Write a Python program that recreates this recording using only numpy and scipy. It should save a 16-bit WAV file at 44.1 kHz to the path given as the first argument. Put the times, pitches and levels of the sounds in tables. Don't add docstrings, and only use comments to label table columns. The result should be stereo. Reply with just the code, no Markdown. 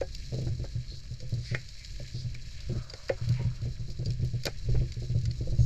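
import sys
import numpy as np
from scipy import signal
from scipy.fft import rfft, irfft
from scipy.io import wavfile
from scipy.ndimage import uniform_filter1d

SR = 44100
rng = np.random.default_rng(int(sys.argv[2]) if len(sys.argv) > 2 else 0)


def master_out(mix):
    frames = np.transpose(np.atleast_2d(mix))
    ceiling = np.clip(frames, -1, 1)
    pcm = np.round(ceiling * 32767).astype(np.int16)
    wavfile.write(sys.argv[1], SR, pcm)


N = 249297
TIME = np.arange(N) / SR


# start in seconds, air ring and splash in relative dB.
WAVELETS = [(0.322, -24.5, -36.5), (0.338, -26, -35.5), (0.384, -25.5, -37.5), (0.415, -24, -39.5),
            (0.464, -24, -41.5), (0.5, -21.5, -58.5), (0.594, -25.5, -44.5), (0.753, -22.5, -51),
            (0.913, -41, -50.5), (1.108, -29.5, -54), (1.225, -31.0, -49.5), (1.324, -21, -41.5),
            (1.375, -25, -50), (1.513, -21.5, -39), (1.999, -36.5, -48), (2.143, -27, -45.5),
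            (2.245, -23.5, -54.5), (2.336, -34, -58.5), (2.694, -23.5, -36.5), (2.753, -23.5, -39),
            (3.213, -24.0, -56), (3.272, -20, -58), (3.297, -15, -46), (3.395, -22, -38.5),
            (3.448, -17.5, -55), (3.618, -24.5, -51), (3.653, -24, -40.5), (3.795, -26.0, -54.5),
            (3.88, -34, -44), (3.99, -23.5, -43.5), (4.059, -21, -40.5), (4.088, -20, -44.5),
            (4.194, -22.5, -51), (4.225, -18.0, -40.5), (4.334, -20, -45), (4.654, -26, -58),
            (4.688, -18.5, -41.5), (4.747, -21.5, -41), (4.811, -21.0, -38.5), (4.966, -25, -50.5),
            (5.018, -28.5, -42.5), (5.097, -21.5, -45.5), (5.15, -16.0, -44.5), (5.235, -21.5, -59.5),
            (5.279, -19, -49), (5.407, -24.0, -43), (5.47, -35, -42.5), (5.52, -23, -41.5),
            (5.587, -11.5, -42.5)]
def gulps(pocket_hz=125.35, start_hz=107, pace_hz_per_db=1.0, settle_s=0.015,
          rise_s=0.004, ring_t60=0.25, choke_t60=0.041, upper_ratio=1.265, upper_db=-14):
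    out, t = np.zeros((2, N)), TIME[:SR // 3]
    starts, ring_db, splash_db = np.transpose(WAVELETS)
    gaps = np.diff(starts, append=N / SR)
    splashiness = splash_db - ring_db
    paces = start_hz + pace_hz_per_db * (splashiness - splashiness.mean())
    for s, db, hz, gap in zip(starts, ring_db, paces, gaps):
        phase = 2 * np.pi * (pocket_hz * t + (hz - pocket_hz) * settle_s * rise(t, settle_s))
        swing = np.sin(phase) + undb(upper_db) * np.sin(upper_ratio * phase)
        choke = fade(np.maximum(t - gap, 0), choke_t60)
        envelope = rise(t, rise_s) * fade(t, ring_t60) * choke
        add(out, s, -undb(db) * swing * envelope)
    return out


# frequency in Hz, relative level in dB.
SPLASH_SPECTRUM = [(120, -14.5), (190, 8), (240, 1.5), (290, -4.5), (345, 8.5), (400, -3), (450, 1.5),
                   (490, -1.5), (536, -3.5), (620, -5.5), (750, -16.5), (950, -32.5), (1600, -30),
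                   (3000, -28.5)]
CHURN_SPECTRUM = [(35, -41), (55, 3.5), (78, 5.5), (100, -10), (122, -3.5), (145, 3), (165, -9), (200, -11),
                  (250, -19), (300, -43.5), (420, -27), (580, -22.5), (800, -52.5), (1400, -69.5)]
SWELL_SPECTRUM = [(4, 5), (12, 2), (22, -7.5), (32, 0.5), (46, -3.5), (65, -5), (100, -12), (200, -30.5),
                  (400, -40)]
def splashes(splash_db=1.0, splash_t60=0.17, slap_db=3, slap_t60=0.013,
             eddy_db=-9, eddy_t60=0.094, shove_db=-21, shove_t60=0.38):
    sprays, eddies, shoves = np.zeros((3, 2, N))
    t = TIME[:SR // 3]
    burst = rise(t, rise_s=0.0028) * (fade(t, splash_t60) + undb(slap_db) * fade(t, slap_t60))
    push = rise(t, rise_s=0.0044)
    for s, db, wet_db in WAVELETS:
        add(sprays, s, undb(wet_db + splash_db) * burst * port_noise(len(t), side_db=-7.5))
        add(eddies, s, undb(db + eddy_db) * push * fade(t, eddy_t60) * port_noise(len(t), side_db=-15.5))
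        add(shoves, s, undb(db + shove_db) * push * fade(t, shove_t60) * port_noise(len(t), side_db=-22))
    return colour(sprays, SPLASH_SPECTRUM) + colour(eddies, CHURN_SPECTRUM) + colour(shoves, SWELL_SPECTRUM)


# start in seconds, ring and thud in relative dB.
HOUSING_KNOCKS = [(0.0139, -18, -34.5), (0.468, -54, -39.5), (0.641, -37, -36.5), (1.546, -35, -34),
                  (2.935, -52, -38.5), (3.099, -14, -31.5), (4.454, -32, -36), (4.4663, -33, -22),
                  (4.752, -56, -35)]
# frequency in Hz, relative level in dB, t60 in seconds.
HOUSING_MODES = [(502.4, 2.5, 0.035), (463, -24, 0.059), (374.4, -21.5, 0.15), (537.3, -7, 0.084),
                 (736, -19.5, 0.095), (812, -28, 0.097)]
# frequency in Hz, relative level in dB.
THUD_SPECTRUM = [(110, 11.5), (200, -17), (350, -4.5), (500, -2.5), (780, -8), (950, -20.5), (1500, -16),
                 (2400, -21.5)]
def knocks(level_db=5, rise_s=0.0031, right_db=-4.5, right_lag_s=0.00017, thud_t60=0.076):
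    t = TIME[:SR // 5]
    rings, thuds = np.zeros((2, 2, N))
    ages = np.maximum(np.array([t, t - right_lag_s]), 0)
    port_gains = np.array([[1], [undb(right_db)]])
    ring = ringing(HOUSING_MODES, ages) * rise(ages, rise_s) * port_gains
    for s, ring_db, thud_db in HOUSING_KNOCKS:
        add(rings, s, undb(ring_db + level_db) * ring)
        add(thuds, s, undb(thud_db) * rattle(t, thud_t60) * port_noise(len(t), side_db=-9.5))
    return rings + colour(thuds, THUD_SPECTRUM)


# start in seconds, then crack, clack and sizzle in relative dB.
CLOSE_SNAPS = [(0.0094, -41.5, -42.5, -70), (0.1485, -37.5, -69, -56), (0.4162, -45, -71, -66),
               (1.202, -43, -59, -80), (1.2935, -50, -66, -63), (1.547, -42, -25, -82),
               (1.6876, -42, -71, -68), (1.847, -40, -58, -69), (2.3489, -44.5, -48, -64),
               (2.604, -41, -69, -68), (2.8984, -42.5, -66, -76), (2.9357, -39.5, -44, -80),
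               (3.0834, -41.5, -51, -61), (3.0935, -41.5, -29, -77), (3.289, -39.5, -76, -56),
               (3.901, -45, -72, -68), (4.0574, -40.5, -72, -77), (4.104, -40, -57, -61),
               (4.247, -47.5, -78, -63), (4.435, -39.5, -51, -61), (4.454, -27, -36, -41),
               (4.4651, -26.5, -35, -46), (4.92, -41.5, -53.5, -68), (5.254, -36.5, -47, -68),
               (5.3116, -44, -54, -80)]
# frequency in Hz, relative level in dB, t60 in seconds.
WALL_MODES = [(1465, -6.5, 0.083), (1490, -7, 0.037), (1795, -5, 0.098), (2150, -9, 0.16),
              (2435, -4, 0.077)]
# frequency in Hz, relative level in dB.
CRACK_SPECTRUM = [(2200, -8), (3300, -10.5), (4000, -4), (4700, 2.5), (5500, -3), (6100, -10), (7000, -6),
                  (8000, -21), (10000, -33)]
CLACK_SPECTRUM = [(500, -16), (900, -22.5), (1250, -15.5), (1550, -5.5), (2000, 2), (2400, -6),
                  (2800, -13.5), (4000, -21)]
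SIZZLE_SPECTRUM = [(7000, -25), (8500, -4.5), (10500, -11), (12000, -0.5), (13200, -16), (15000, -22),
                   (16000, -37)]
def close_snaps(crack_db=5.5, clack_db=3, ring_db=-7, sizzle_db=4, sizzle_t60=0.011, rattle_t60=0.016):
    t = TIME[:SR // 8]
    cracks, clacks, sizzles, rings = np.zeros((4, 2, N))
    wall, envelope = ringing(WALL_MODES, t), rattle(t, rattle_t60)
    for s, crack, clack, sizzle in CLOSE_SNAPS:
        add(cracks, s, undb(crack + crack_db) * envelope * port_noise(len(t), side_db=-15))
        add(clacks, s, undb(clack + clack_db) * envelope * port_noise(len(t), side_db=-1.5))
        add(rings, s, undb(clack + ring_db) * wall * pan(left_db=-5.0))
        add(sizzles, s, undb(sizzle + sizzle_db) * fade(t, sizzle_t60) * port_noise(len(t), side_db=-6))
    body = colour(cracks, CRACK_SPECTRUM) + colour(clacks, CLACK_SPECTRUM)
    return body + colour(sizzles, SIZZLE_SPECTRUM) + rings


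# start in seconds, relative level in dB, starting pitch in Hz, t60 in seconds.
LOUD_BUBBLES = [(0.013, -48.5, 1627, 0.19), (0.338, -35.5, 600, 0.017), (0.384, -38, 340, 0.11),
                (0.417, -39, 216, 0.1), (0.596, -41.5, 346, 0.11), (0.642, -51, 1590, 0.1),
                (1.203, -53.5, 506, 0.5), (1.324, -39, 507, 0.033), (1.999, -36, 569, 0.046),
                (2.349, -29.5, 2320, 0.013), (2.696, -36.5, 358, 0.13), (2.725, -33.5, 215, 0.077),
                (2.898, -30, 4800, 0.03), (4.026, -35, 495, 0.034), (4.058, -33, 4700, 0.051),
                (4.469, -26.5, 2400, 0.025), (4.687, -29, 402, 0.031), (4.745, -28.5, 415, 0.047),
                (5.148, -39, 490, 0.045), (5.31, -27.5, 4350, 0.015), (5.409, -27.5, 299, 0.036),
                (5.473, -32.5, 512, 0.058)]
def bubbles(level_db=1, rise_s=0.0012, glide_per_s=0.24, freed_db=-3, freed_hz=(310, 600), freed_t60=0.05):
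    t, out = TIME[:SR // 8], np.zeros((2, N))
    freed = [(s, wet_db + freed_db, rng.uniform(*freed_hz), freed_t60) for s, _, wet_db in WAVELETS]
    for s, db, hz, t60 in list(LOUD_BUBBLES) + freed:
        ring = np.sin(2 * np.pi * hz * (t + glide_per_s * t ** 2 / 2))
        add(out, s, undb(db + level_db) * ring * rise(t, rise_s) * fade(t, t60))
    return out * pan(left_db=5.0)


# middle in seconds, relative level in dB, pitch in Hz,
# half-length in seconds, bandwidth relative to the pitch.
BUBBLE_SPURTS = [(0.923, -49.5, 4250, 0.051, 0.12), (1.482, -47.5, 4600, 0.056, 0.49),
                 (1.528, -50.5, 2050, 0.075, 0.42), (1.82, -56.5, 2230, 0.039, 0.25),
                 (2.192, -49.5, 4600, 0.054, .35), (2.803, -61.5, 1270, 0.078, 0.15),
                 (3.38, -53.5, 2200, 0.061, 0.47), (3.41, -56.5, 936, 0.065, 0.037),
                 (5.623, -57, 6600, 0.043, 0.11)]
def spurts(edge_db=-14):
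    out = np.zeros((2, N))
    for s, db, hz, half_length, width in BUBBLE_SPURTS:
        band = [(hz / (1 + width), edge_db), (hz, 0), (hz * (1 + width), edge_db)]
        envelope = np.exp(-((TIME - s) / half_length) ** 2)
        out += undb(db) * envelope * colour(port_noise(N, side_db=-16.0), band)
    return out


# time in seconds, relative level in dB.
SWELL_LEVELS = [(0.0, -34.5), (0.2, -35.5), (0.55, -32), (1.0, -39.5), (1.3, -38), (1.85, -43.5),
                (1.95, -34), (2.08, -42.5), (2.25, -32.5), (2.55, -40.5), (2.75, -35), (3.0, -44.5),
                (3.3, -37.5), (4.62, -37), (4.77, -20.5), (4.95, -38), (5.35, -33.5), (5.6, -26)]
def flow(swell_db=-1, murmur_db=-17, hum_db=-15, hum_hz=123, hum_t60=0.24):
    swell, = gains(SWELL_LEVELS)
    heave = colour(port_noise(N, side_db=-21), SWELL_SPECTRUM)
    murmur = colour(port_noise(N, side_db=-20), CHURN_SPECTRUM)
    pocket = ringing([(hum_hz, 0, hum_t60)], TIME[:SR // 3])
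    hum = unit(signal.fftconvolve(rng.standard_normal(N), pocket)[:N])
    return swell * (undb(swell_db) * heave + undb(murmur_db) * murmur + undb(hum_db) * hum)


# time in seconds, fine fizz and medium bubbles in relative dB.
CRACKLE_LEVELS = [(0.0, -57.5, -65), (0.33, -52, -61), (0.52, -56.5, -65), (1.2, -57.5, -65),
                  (1.68, -54, -62), (2.03, -53.5, -58.5), (2.26, -58, -63.5), (2.61, -55.5, -57),
                  (2.85, -56.5, -65), (3.24, -55, -60), (3.81, -58.5, -66), (4.81, -56.5, -60),
                  (5.25, -58, -65.5), (5.65, -55, -67)]
# frequency in Hz, relative level in dB.
FIZZ_SPECTRUM = [(1710, -76), (2900, -14), (3540, -11.5), (3950, 5), (4390, 5), (5030, 1.5), (5490, 2.5),
                 (6060, -5), (6560, -2.5), (7200, -4.5), (7570, -6), (8250, -18.5), (10300, -26),
                 (12000, -20.5), (12700, -27.5), (16500, -96), (22000, -120)]
MEDIUM_SPECTRUM = [(820, -32.5), (1400, -37), (1650, 4.5), (1960, -1), (2200, 4), (2760, 1), (2930, -3.5),
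                   (3400, -0.5), (4420, -43), (7480, -120)]
WASH_SPECTRUM = [(600, 3.5), (800, -16), (960, -6.5), (1130, -7.5), (1300, -4.5), (1600, -4.5), (1850, -13),
                 (2300, -19)]
def crackle(fizz_db=0.3, medium_db=0.86, calm_db=-69, wave_db=-56,
            wave_start_s=2.48, wave_rise_s=0.35, wave_hold_s=0.5, wave_fall_s=0.61):
    fizz_gain, medium_gain = gains(CRACKLE_LEVELS)
    corners = np.cumsum([wave_start_s, wave_rise_s, wave_hold_s, wave_fall_s])
    wash_gain = undb(np.interp(TIME, corners, [calm_db, wave_db, wave_db, calm_db]))
    fizz = colour(fizz_gain * pops(per_s=9000, spread_db=1.6, side_db=-18.5), FIZZ_SPECTRUM)
    medium = colour(medium_gain * pops(per_s=4000, spread_db=1.6, side_db=-5.5), MEDIUM_SPECTRUM)
    wash = colour(wash_gain * pops(per_s=3000, spread_db=1.3, side_db=0.0), WASH_SPECTRUM)
    return undb(fizz_db) * fizz + undb(medium_db) * medium + wash


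def far_shrimp(count=110, nearest_db=-39, range_ratio=6):
    t, out = TIME[:SR // 16], np.zeros((2, N))
    for when, place in rng.random((count, 2)):
        distance = 1 + (range_ratio - 1) * place
        burst = rattle(t, t60=0.016) * port_noise(len(t), side_db=-11.5)
        add(out, when * N / SR, undb(nearest_db) / distance * burst)
    return colour(out, FIZZ_SPECTRUM)


# frequency in Hz, left minus right in dB.
PORT_BALANCE = [(60, -8), (110, 9), (200, -5), (350, -8), (640, 0.5), (1150, -5), (2080, 3), (3760, -5.5),
                (6800, 0), (12300, 5.5)]
def ports(x):
    lean_db = on_log_axis(PORT_BALANCE, np.fft.rfftfreq(N, 1 / SR))
    return irfft(rfft(x) * undb(np.array([lean_db, -lean_db]) / 2), N)


def port_noise(size, side_db):
    mid, side = rng.standard_normal((2, size))
    return mid + undb(side_db) * np.array([side, -side])


def pops(per_s, spread_db, side_db, flicker_db=1.7):
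    fires = rng.random(N) < per_s / SR
    strength = np.minimum(rng.exponential(size=N), 6)
    clusters = unit(uniform_filter1d(rng.standard_normal(N), size=SR // 40))
    return unit(port_noise(N, side_db) * fires * undb(spread_db * strength + flicker_db * clusters))


def rattle(t, t60, rise_s=0.00092, tail_db=-18, tail_t60=0.1):
    return rise(t, rise_s) * (fade(t, t60) + undb(tail_db) * fade(t, tail_t60))


def ringing(modes, t):
    return sum(undb(db) * np.sin(2 * np.pi * hz * t) * fade(t, t60) for hz, db, t60 in modes)


def colour(x, points, size=8192, skirt_db_per_octave=36):
    hz = np.maximum(np.arange(size // 2 + 1) * SR / size, 1)
    octaves_outside = np.abs(np.log2(hz / np.clip(hz, points[0][0], points[-1][0])))
    db = np.maximum(on_log_axis(points, hz) - skirt_db_per_octave * octaves_outside, -100)
    cepstrum = irfft(np.log(undb(db)))
    cepstrum[1:size // 2] *= 2
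    cepstrum[size // 2 + 1:] = 0
    response = irfft(np.exp(rfft(cepstrum)))
    return signal.fftconvolve(x, response[None] / np.linalg.norm(response))[:, :N]


def on_log_axis(points, hz):
    f, value = np.transpose(points)
    return np.interp(np.log(np.maximum(hz, 1)), np.log(f), value)


def gains(table):
    s, *columns = np.transpose(table)
    return [undb(np.interp(TIME, s, db)) for db in columns]


def rise(t, rise_s):
    return 1 - np.exp(-t / rise_s)


def fade(t, t60):
    return np.exp(-np.log(1000) * t / t60)


def pan(left_db):
    return undb(np.array([[left_db], [-left_db]]) / 2)


def undb(db):
    return 10 ** (np.asarray(db) / 20)


def unit(x):
    return x / np.sqrt(np.mean(x ** 2))


def add(out, s, sound):
    start = int(np.clip(s * SR, 0, N - 1))
    out[:, start:start + sound.shape[-1]] += sound[..., :N - start]


def scene():
    body = gulps() + splashes() + flow() + bubbles() + knocks()
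    sparkle = crackle() + spurts() + close_snaps() + far_shrimp()
    return body + ports(sparkle)


def record(dry):
    return signal.sosfilt(signal.ellip(8, .2, 70, 15000, fs=SR, output="sos"), dry)


dry = scene()
out = record(dry)
master_out(out)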